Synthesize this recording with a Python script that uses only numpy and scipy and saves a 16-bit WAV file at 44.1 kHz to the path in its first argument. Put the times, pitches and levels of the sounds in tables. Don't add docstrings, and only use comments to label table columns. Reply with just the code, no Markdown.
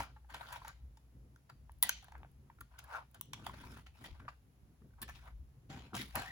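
import sys
import numpy as np
from scipy import signal
from scipy.fft import rfft, irfft
from scipy.io import wavfile
from scipy.ndimage import uniform_filter1d

SR = 44100
rng = np.random.default_rng(int(sys.argv[2]) if len(sys.argv) > 2 else 0)


def level_to_linear(level):
    exponent = np.asarray(level, float) / 20
    return 10 ** exponent


def store_wav(level_fs):
    pcm = np.round(np.clip(np.atleast_2d(level_fs), -1, 1) * 32767)
    wavfile.write(sys.argv[1], SR, pcm.T.astype(np.int16))


N = 278271

# time_s, level_db (before its waver)
HUM_LEVEL = [(0.0, -45.5), (0.07, -55), (0.47, -62.5), (0.91, -55.5), (1.03, -69), (1.23, -54.5),
             (1.53, -76.5), (1.6, -59), (2.07, -66.5), (2.13, -53.5), (2.55, -69.5), (2.62, -55),
             (2.69, -62.5), (2.88, -59), (2.97, -70), (3.0, -64.5), (3.25, -71), (3.29, -61.5), (3.67, -59),
             (4.02, -67), (4.13, -53), (4.53, -72), (5.43, -50), (5.64, -71), (5.69, -60.5), (5.96, -61.5),
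             (6.17, -54.5), (6.31, -58)]
# pitch_hz, level_db
RUMBLE_COLOUR = [(15, -46), (25, -16), (64, 9), (96, -12.5), (130, -4), (163, -17), (243, -19.5),
                 (472, -33), (525, -36), (600, -46.5), (780, -75), (1320, -120)]
# pitch_hz, level_db
AIR_COLOUR = [(400, -5), (700, 3.5), (1400, -2), (4000, -9.5), (7000, -10.5), (12000, -10), (16300, -14)]
# pitch_hz, likeness (1 = same on both sides)
LIKENESS = [(60, 0.96), (150, 0.96), (400, 0.61), (1000, 0.097), (3000, 0)]
# start_s, length_s, level_db, swell_db (start to end)
DRAGS = [(0.0, 0.061, -50.5, -27), (0.32, 0.049, -70, 1.5), (1.129, 0.26, -69.5, -10.5),
         (1.838, 0.046, -68.5, -6.5), (2.155, 0.09, -74, 1), (2.603, 0.0366, -66.5, -7),
         (3.28, 0.16, -73, 12), (3.462, 0.34, -61.5, -4), (3.996, 0.11, -64.5, -4),
         (4.193, 0.072, -64, -3.5), (4.817, 0.05, -62.5, -7.5), (5.015, 0.047, -62.5, -3.5),
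         (5.635, .04, -69, -2), (5.698, 0.19, -54, -16.5), (5.931, 0.16, -49, -17.5),
         (6.157, 0.06, -49.5, -11.5)]
# pitch_hz, level_db
BODY_COLOUR = [(420, -21), (600, -6), (760, -2), (820, -4), (920, 0.5), (1100, -3.5), (1220, -3.5),
               (1350, -2.5), (1520, 0), (1750, -8.5), (2050, -15), (2600, -18)]
HISS_COLOUR = [(1800, -2.5), (2500, -2.5), (4000, -7), (6500, -15.5), (7600, -14.5)]
FINE_COLOUR = [(6500, -55), (8000, 5), (12000, -2), (16000, -2)]
LOW_COLOUR = [(140, -8.5), (200, 4), (270, 3.5), (450, -7), (600, -15.5), (750, -37)]
# start_s, scrape level_db, hiss_db (over the scrape), t60_s
SCUFFS = [(0.0, -46.5, -11.5, 0.26), (0.343, -48.5, -5, 0.1), (0.524, -51, -9, 0.17),
          (0.674, -61.5, -3, 0.32), (1.497, -54, -13.5, 0.07), (1.843, -53, 5, 0.32),
          (1.898, -73, 14, 0.51), (2.151, -51, -36, .06), (2.244, -63.5, -28.5, .12),
          (2.788, -70.5, 17.5, 0.058), (3.005, -65.5, -28, .15), (3.143, -63.5, -7.5, 0.24),
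          (3.337, -57, 15.5, 0.029), (3.469, -36, -4.5, 0.027), (3.865, -64.5, 4, 0.12),
          (4.045, -58.5, 4.5, 0.24), (4.199, -55, -15.5, 0.068), (4.286, -41.5, -6.5, 0.038),
          (5.024, -58.5, 10, 0.077), (5.084, -53, 1.5, 0.081), (5.153, -64, 6, 0.1), (5.26, -61, -8, 0.087),
          (5.698, -52.5, -2, 0.59), (5.943, -47, -10, 0.11), (6.153, -38, -6.5, 0.25)]
# start_s, length_s, scrape level_db, hiss_db (over the scrape), swell_db (start to end)
SLIDES = [(0.0, 0.066, -44.5, -0.5, -31), (0.294, 0.27, -60, -7.5, 7), (0.569, .12, -75.5, -7, 19),
          (2.03, 0.19, -74.5, -19.5, 4), (2.434, 0.093, -84.5, -27.5, 1.5), (2.709, 0.2, -71, -12.5, 7),
          (2.875, 0.039, -65.5, -15, 7), (2.917, 0.065, -45.5, -17.5, 1), (3.337, 0.092, -70, -3.5, 0),
          (3.44, 0.36, -63.5, -3, -0.5), (3.946, 0.091, -78, 1.5, 10), (4.123, 0.21, -73.5, -12, 0),
          (4.979, 0.036, -73.5, -19, 9), (5.1, 0.13, -73, 4.5, -7), (5.22, 0.07, -68.5, -10.5, 8),
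          (5.74, 0.16, -87.5, -9.5, -18), (5.943, 0.076, -62.5, 7.5, 7), (6.01, 0.14, -73.5, 3.5, 3.5),
          (6.173, 0.11, -60, 5, -6.5)]
# start_s, level_db, pitch_hz, ring_db (shell over level), crack_db (over level), contact_ms
CLACKS = [(0.001, -31.5, 935, -19, -24, 5.1), (0.03, -40.5, 1450, -11, -14.5, 3.9),
          (0.343, -38, 916, -6.5, -32, 2.9), (0.522, -41.5, 966, -8.5, -12.5, 12),
          (0.558, -39.5, 900, -15, -21, 2.3), (0.646, -39.5, 885, -17.5, -38, 4.4),
          (0.68, -47, 850, 0.5, -3, 2.6), (0.97, -59, 893, -3, -19, 4.9), (1.36, -56, 1460, -6.5, -29, 1.4),
          (1.497, -49.5, 1378, -7.5, -31, 2.9), (1.826, -31, 972, 4, 12, 2.66),
          (1.832, -31, 1975, -20, 8.5, 3.9), (1.892, -23.5, 1520, -1, -6, 2.2),
          (2.025, -56.5, 760, -11, -11, 4.1), (2.043, -56.5, 1600, -7, -1, 1.9),
          (2.082, -49, 740, -16, -34, 1.5), (2.12, -45, 900, -15.5, -37, 2.1),
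          (2.179, -68, 1610, -2.5, -4, 2.5), (2.606, -43.5, 1405, -13.5, -8.5, 5.6),
          (2.788, -49, 1460, 0.5, -4.5, 4), (2.839, -54.5, 1670, -12, -3.5, 5.4),
          (3.144, -56, 1500, 1.5, -3.5, 4.2), (3.211, -46, 1054, 4.5, 11, 1.02),
          (3.333, -40.5, 1037, 4.5, -12.5, 1.8), (3.466, -29.5, 804, -25, -12, 0.76),
          (3.717, -66.5, 1430, 9, 5, 2.6), (3.863, -57, 1330, -12, -25, 3.4),
          (4.04, -44.5, 1930, -7.5, -18.5, 3.9), (5.016, -51, 1124, 2, 7, 4.4),
          (5.025, -42, 1750, -15, -0.5, 5.5), (5.078, -52, 1730, -9, -12, 3),
          (5.093, -45, 1772, -20, -17, 7.1), (5.154, -60, 1300, 2, -18, 1.1),
          (5.255, -58, 1030, -15, -11, 2.8), (5.7, -58, 832, -23, -42, 1.7),
          (5.95, -41.5, 730, 5, -34, 3.8), (5.964, -42.5, 1590, 6, -13, 5), (6.154, -41, 780, 0.5, 9, 3.2),
          (6.179, -38, 710, -19, -16, 1.4)]
# start_s, level_db (before the layer trims), pitch_hz, contact_ms
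KNOCKS = [(0.16, -52.5, 865, 8.2), (0.244, -59.5, 830, 3.5), (0.295, -49, 897, 1.9),
          (0.616, -45, 1040, 3.6), (1.694, -47, 914, 1.26), (2.152, -42.5, 890, 0.78),
          (2.201, -59.5, 776, 2.5), (2.231, -42, 873, 0.49), (2.246, -48.5, 746, 1.76),
          (2.498, -48, 930, 2.8), (2.513, -66, 1480, 2), (2.585, -57.5, 1390, 2.5), (2.738, -58.5, 999, 3),
          (3.494, -41, 1055, 2.5), (3.537, -49, 605, 3.8), (3.635, -48, 990, 6.5),
          (4.149, -60.5, 1090, 2.9), (4.199, -54.5, 1050, 1.4), (4.25, -53.5, 590, 2.7),
          (4.279, -35.5, 1200, 3.6), (4.817, -68, 1202, 3.4), (4.845, -67.5, 653, 3.2),
          (4.905, -71, 1520, 2.4), (4.935, -63.5, 1514, 2.4), (4.982, -64, 1200, 2.3),
          (5.932, -41, 1355, 0.83)]
# start_s, level_db (before the layer trims)
TICKS = [(1.718, -86), (1.785, -89), (2.314, -94), (3.112, -87)]
# pitch_hz, level_db, t60_s
SHELL_MODES = [(2090, -6, .01), (2420, -4, .008), (2900, -3, .008), (3270, -1, .01), (3800, -3, .008),
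               (4480, -3, .007), (5160, -4, .006), (5800, -5, .006), (6450, -5, .006), (7300, -6, .006)]
# pitch_hz, level_db
CRACK_COLOUR = [(3000, -6), (6500, -22), (9500, -0.5), (12000, -4), (15500, 0.5), (16500, -25)]
# pitch_hz, level_db
PUFF_COLOUR = [(450, -25), (700, -10), (1000, 2.5), (1800, 1), (2600, -12), (4000, -19.5)]
# pitch_hz, t60_s
ROOM_DECAY = [(400, 0.065), (1500, 0.15), (4000, 0.41), (12000, 0.073)]
# start_s, length_s, level_db, swell_db (start to end)
DRONES = [(5.708, 0.078, -58.5, -6), (5.929, 0.028, -54.5, -8.5), (6.146, 0.16, -52.5, -9.5)]
# time_s, level_db, pitch_hz
SQUEAK = [(6.19, -55.5, 1512), (6.264, -58, 1793), (6.292, -50.5, 1935), (6.296, -64, 1939),
          (6.31, -43.5, 1882)]
# pitch_hz, phase_rad
LEFT_PHASE = [(700, 0), (2500, -2.2), (5000, -1.5), (7000, -.4), (7800, -2.9), (9000, -3.4), (10300, -6),
              (11700, -6.6), (12700, -9.15), (14200, -9.7), (15000, -12.4), (16500, -12.6)]


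def evened(x):
    return x / np.sqrt(np.mean(x ** 2) + 1e-20)


def read(points, hz):
    f, value = np.transpose(points)
    return np.interp(np.log(hz + 1), np.log(f + 1), value)


def coloured(x, points):
    hz = np.fft.rfftfreq(x.shape[-1], 1 / SR)
    ends = [(points[0][0] / 2, -90), *points, (points[-1][0] * 2, -90)]
    return irfft(rfft(x) * level_to_linear(read(ends, hz)), x.shape[-1])


def add(mix, s, sound):
    part = mix[round(s * SR):][:len(sound)]
    part += sound[:len(part)]


def waver(size):
    return evened(uniform_filter1d(uniform_filter1d(rng.standard_normal(N), size), size))


def stroke(start, length, db, swell_db, attack_s=0.01703):
    let_go_t60 = 0.11
    t = np.arange(N) / SR - start
    held = np.clip(t, 0, length)
    fall_db = -60 * (t - held) / let_go_t60 * (t > 0)
    return np.clip(t / attack_s + .5, 0, 1) * level_to_linear(db + swell_db * held / length + fall_db)


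def drag():
    return sum(stroke(*row) for row in DRAGS)


def hum(z, hz):
    centre_hz, width_hz, waver_db = 61.4, 7.3, 3
    tone = irfft(z / (1 + ((hz - centre_hz) / width_hz) ** 2), N)
    tone /= np.sqrt(uniform_filter1d(tone.mean(0) ** 2, 3000) + 1e-20)
    level = np.interp(np.arange(N) / SR, *np.transpose(HUM_LEVEL))
    return tone * level_to_linear(uniform_filter1d(level, size=900) + waver_db * waver(2000))


def rumble(z, hz):
    idle_db, waver_db, drag_db = -68.5, 3, 1.5
    noise = evened(irfft(z * level_to_linear(read(RUMBLE_COLOUR, hz)) * (hz > 85), N))
    return noise * (level_to_linear(idle_db + waver_db * waver(3000)) + level_to_linear(drag_db) * drag())


def air(z, hz):
    return level_to_linear(-78) * evened(irfft(z * level_to_linear(read(AIR_COLOUR, hz)), N))


def room_tone():
    hz = np.fft.rfftfreq(N, 1 / SR)
    a, b, c, d = rng.standard_normal((4, len(hz)))
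    same = np.clip(read(LIKENESS, hz), -1, 1)
    left = a + 1j * b
    right = same * left + np.sqrt(1 - same ** 2) * (c + 1j * d)
    z = np.array([left, right])
    return (hum(z, hz) + rumble(z, hz)) * level_to_linear([[.5], [-.5]]) + air(z, hz)


def slip_grains():
    slip_hz, slip_spread_db, grip_db = 6000, 2.8, 2.2
    size_db = slip_spread_db * np.minimum(rng.exponential(1, (4, 1, N)), 4)
    slips = level_to_linear(size_db) * (rng.random((4, 1, N)) < slip_hz / SR)
    grip = level_to_linear(grip_db * evened(uniform_filter1d(rng.standard_normal(N), 400)))
    noise = rng.standard_normal((4, 3, N)) * slips * grip
    own = np.reshape([0.93, 1.8, 1.5, 0.24], (4, 1, 1))
    noise = noise[:, :1] + own * noise[:, 1:]
    colours = BODY_COLOUR, HISS_COLOUR, FINE_COLOUR, LOW_COLOUR
    return [evened(coloured(n, colour)) for n, colour in zip(noise, colours)]


def scuffs(body, hiss, fine):
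    skin = hiss + level_to_linear(-16) * fine
    out = np.zeros((2, N))
    for s, db, hiss_db, t60 in SCUFFS:
        out += stroke(s, t60, db, -60, attack_s=0.013) * (body + level_to_linear(hiss_db) * skin)
    return out


def slides(body, hiss, fine):
    skin = hiss + level_to_linear(-7) * fine
    out = np.zeros((2, N))
    for s, length, db, hiss_db, swell_db in SLIDES:
        out += stroke(s, length, db, swell_db) * (body + level_to_linear(hiss_db) * skin)
    return out


def patchy(x, patch_db):
    z = signal.stft(x, nperseg=256)[2]
    field = rng.standard_normal(z.shape[1:])
    field = evened(uniform_filter1d(uniform_filter1d(field, size=3, axis=0), size=14, axis=1))
    return signal.istft(z * level_to_linear(patch_db * field), nperseg=256)[1][:, :N]


def rubs():
    body, hiss, fine, low = slip_grains()
    return patchy(low * drag() + scuffs(body, hiss, fine) + slides(body, hiss, fine), 3.1)


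def ring(hz, t60, size=3000):
    t = np.arange(size) / SR
    return level_to_linear(-60 * t / t60) * np.sin(2 * np.pi * hz * t)


def shell_ring():
    pitch_spread, level_spread_db = .08, 2.5
    spread = rng.uniform(-0.76, 1, (len(SHELL_MODES), 2))
    return sum(level_to_linear(db + level_spread_db * e) * ring(hz * (1 + pitch_spread * v), t60)
               for (hz, db, t60), (v, e) in zip(SHELL_MODES, spread))


def hit_layers(hz, ms):
    knock_t60, crack_share = .011, .7
    t = np.arange(2048) / SR
    a, b, c = rng.standard_normal((3, 2048))
    u = t * 1000 / max(ms, .2)
    contact = np.exp(-u) * np.minimum(u / .5, 1)
    drive = (a * 0.18 + np.cos(2 * np.pi * hz * t) * 0.13) * contact
    knock = signal.fftconvolve(drive, ring(hz, knock_t60))
    puff = coloured(np.roll(c * contact, 60), PUFF_COLOUR)
    shell = signal.fftconvolve(np.diff(a * contact), shell_ring())
    snap = b * np.exp(-u / crack_share) * np.minimum(u / 0.33, 1)
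    crack = coloured(np.roll(snap, 20), CRACK_COLOUR)
    return knock, puff, shell, crack


def hits():
    rows = list(CLACKS)
    rows += [(s, db, hz, -34.5, -48, ms) for s, db, hz, ms in KNOCKS]
    rows += [(s, db, 900, 2, 21.5, 3) for s, db in TICKS]
    out = np.zeros(N)
    for s, db, hz, ring_db, crack_db, ms in rows:
        trims_db = -2.5, -3.5, ring_db + 5, crack_db + 8
        for part, trim_db in zip(hit_layers(hz, ms), trims_db):
            add(out, s, level_to_linear(db + trim_db) * part / abs(part).max())
    too_small_for_bass = signal.butter(3, 560, "high", fs=SR, output="sos")
    return signal.sosfilt(too_small_for_bass, out)


def room(x):
    size, first, gap = SR // 2, 120, 20
    taps = np.zeros((2, size))
    at = np.arange(first, size - gap, gap) + rng.integers(0, gap, (2, (size - first - 1) // gap))
    np.put_along_axis(taps, at, rng.choice([-1., 1.], at.shape), 1)
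    hz, t, z = signal.stft(taps, SR, nperseg=256)
    tail = signal.istft(z * level_to_linear(-60 * t / read(ROOM_DECAY, hz)[:, None]), SR, nperseg=256)[1]
    return signal.fftconvolve(x[None], tail / np.linalg.norm(tail[0]), axes=1)[:, :N]


def drone():
    centre_hz, width_hz = 767, 33
    hz = np.fft.rfftfreq(N, 1 / SR)
    resonance = 1 / (1 + ((hz - centre_hz) / width_hz) ** 2)
    tone = evened(irfft(rfft(rng.standard_normal((1, N))) * resonance, N))
    return tone * sum(stroke(*row) for row in DRONES)


def squeak():
    s, db, hz = np.transpose(SQUEAK)
    t = np.arange(N) / SR
    slow = uniform_filter1d(rng.standard_normal((2, N)), size=250, axis=1)
    carrier = np.exp(2j * np.pi * np.cumsum(np.interp(t, s, hz)) / SR)
    tone = evened((carrier * (slow[0] + 1j * slow[1])).real)
    return level_to_linear(np.interp(t, s, db, left=-120)) * tone


def scene():
    car = rubs() + hits() + drone() + squeak()
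    return car * level_to_linear([[.8], [-.8]]) + level_to_linear(-12) * room(car.mean(0)) + room_tone()


def low_pass(x):
    return signal.sosfilt(signal.butter(12, 16650, fs=SR, output="sos"), x)


def record(dry):
    joint_hz = 7990
    hz, z = np.fft.rfftfreq(N, 1 / SR), rfft(dry)
    joint = 1 / (1 + (joint_hz / (hz + 1)) ** 20)
    z = (1 - joint) * z + joint * z[0]
    z[0] *= np.exp(1j * read(LEFT_PHASE, hz))
    return low_pass(irfft(z * (hz < 16600), N))


dry = scene()
out = record(dry)
store_wav(out)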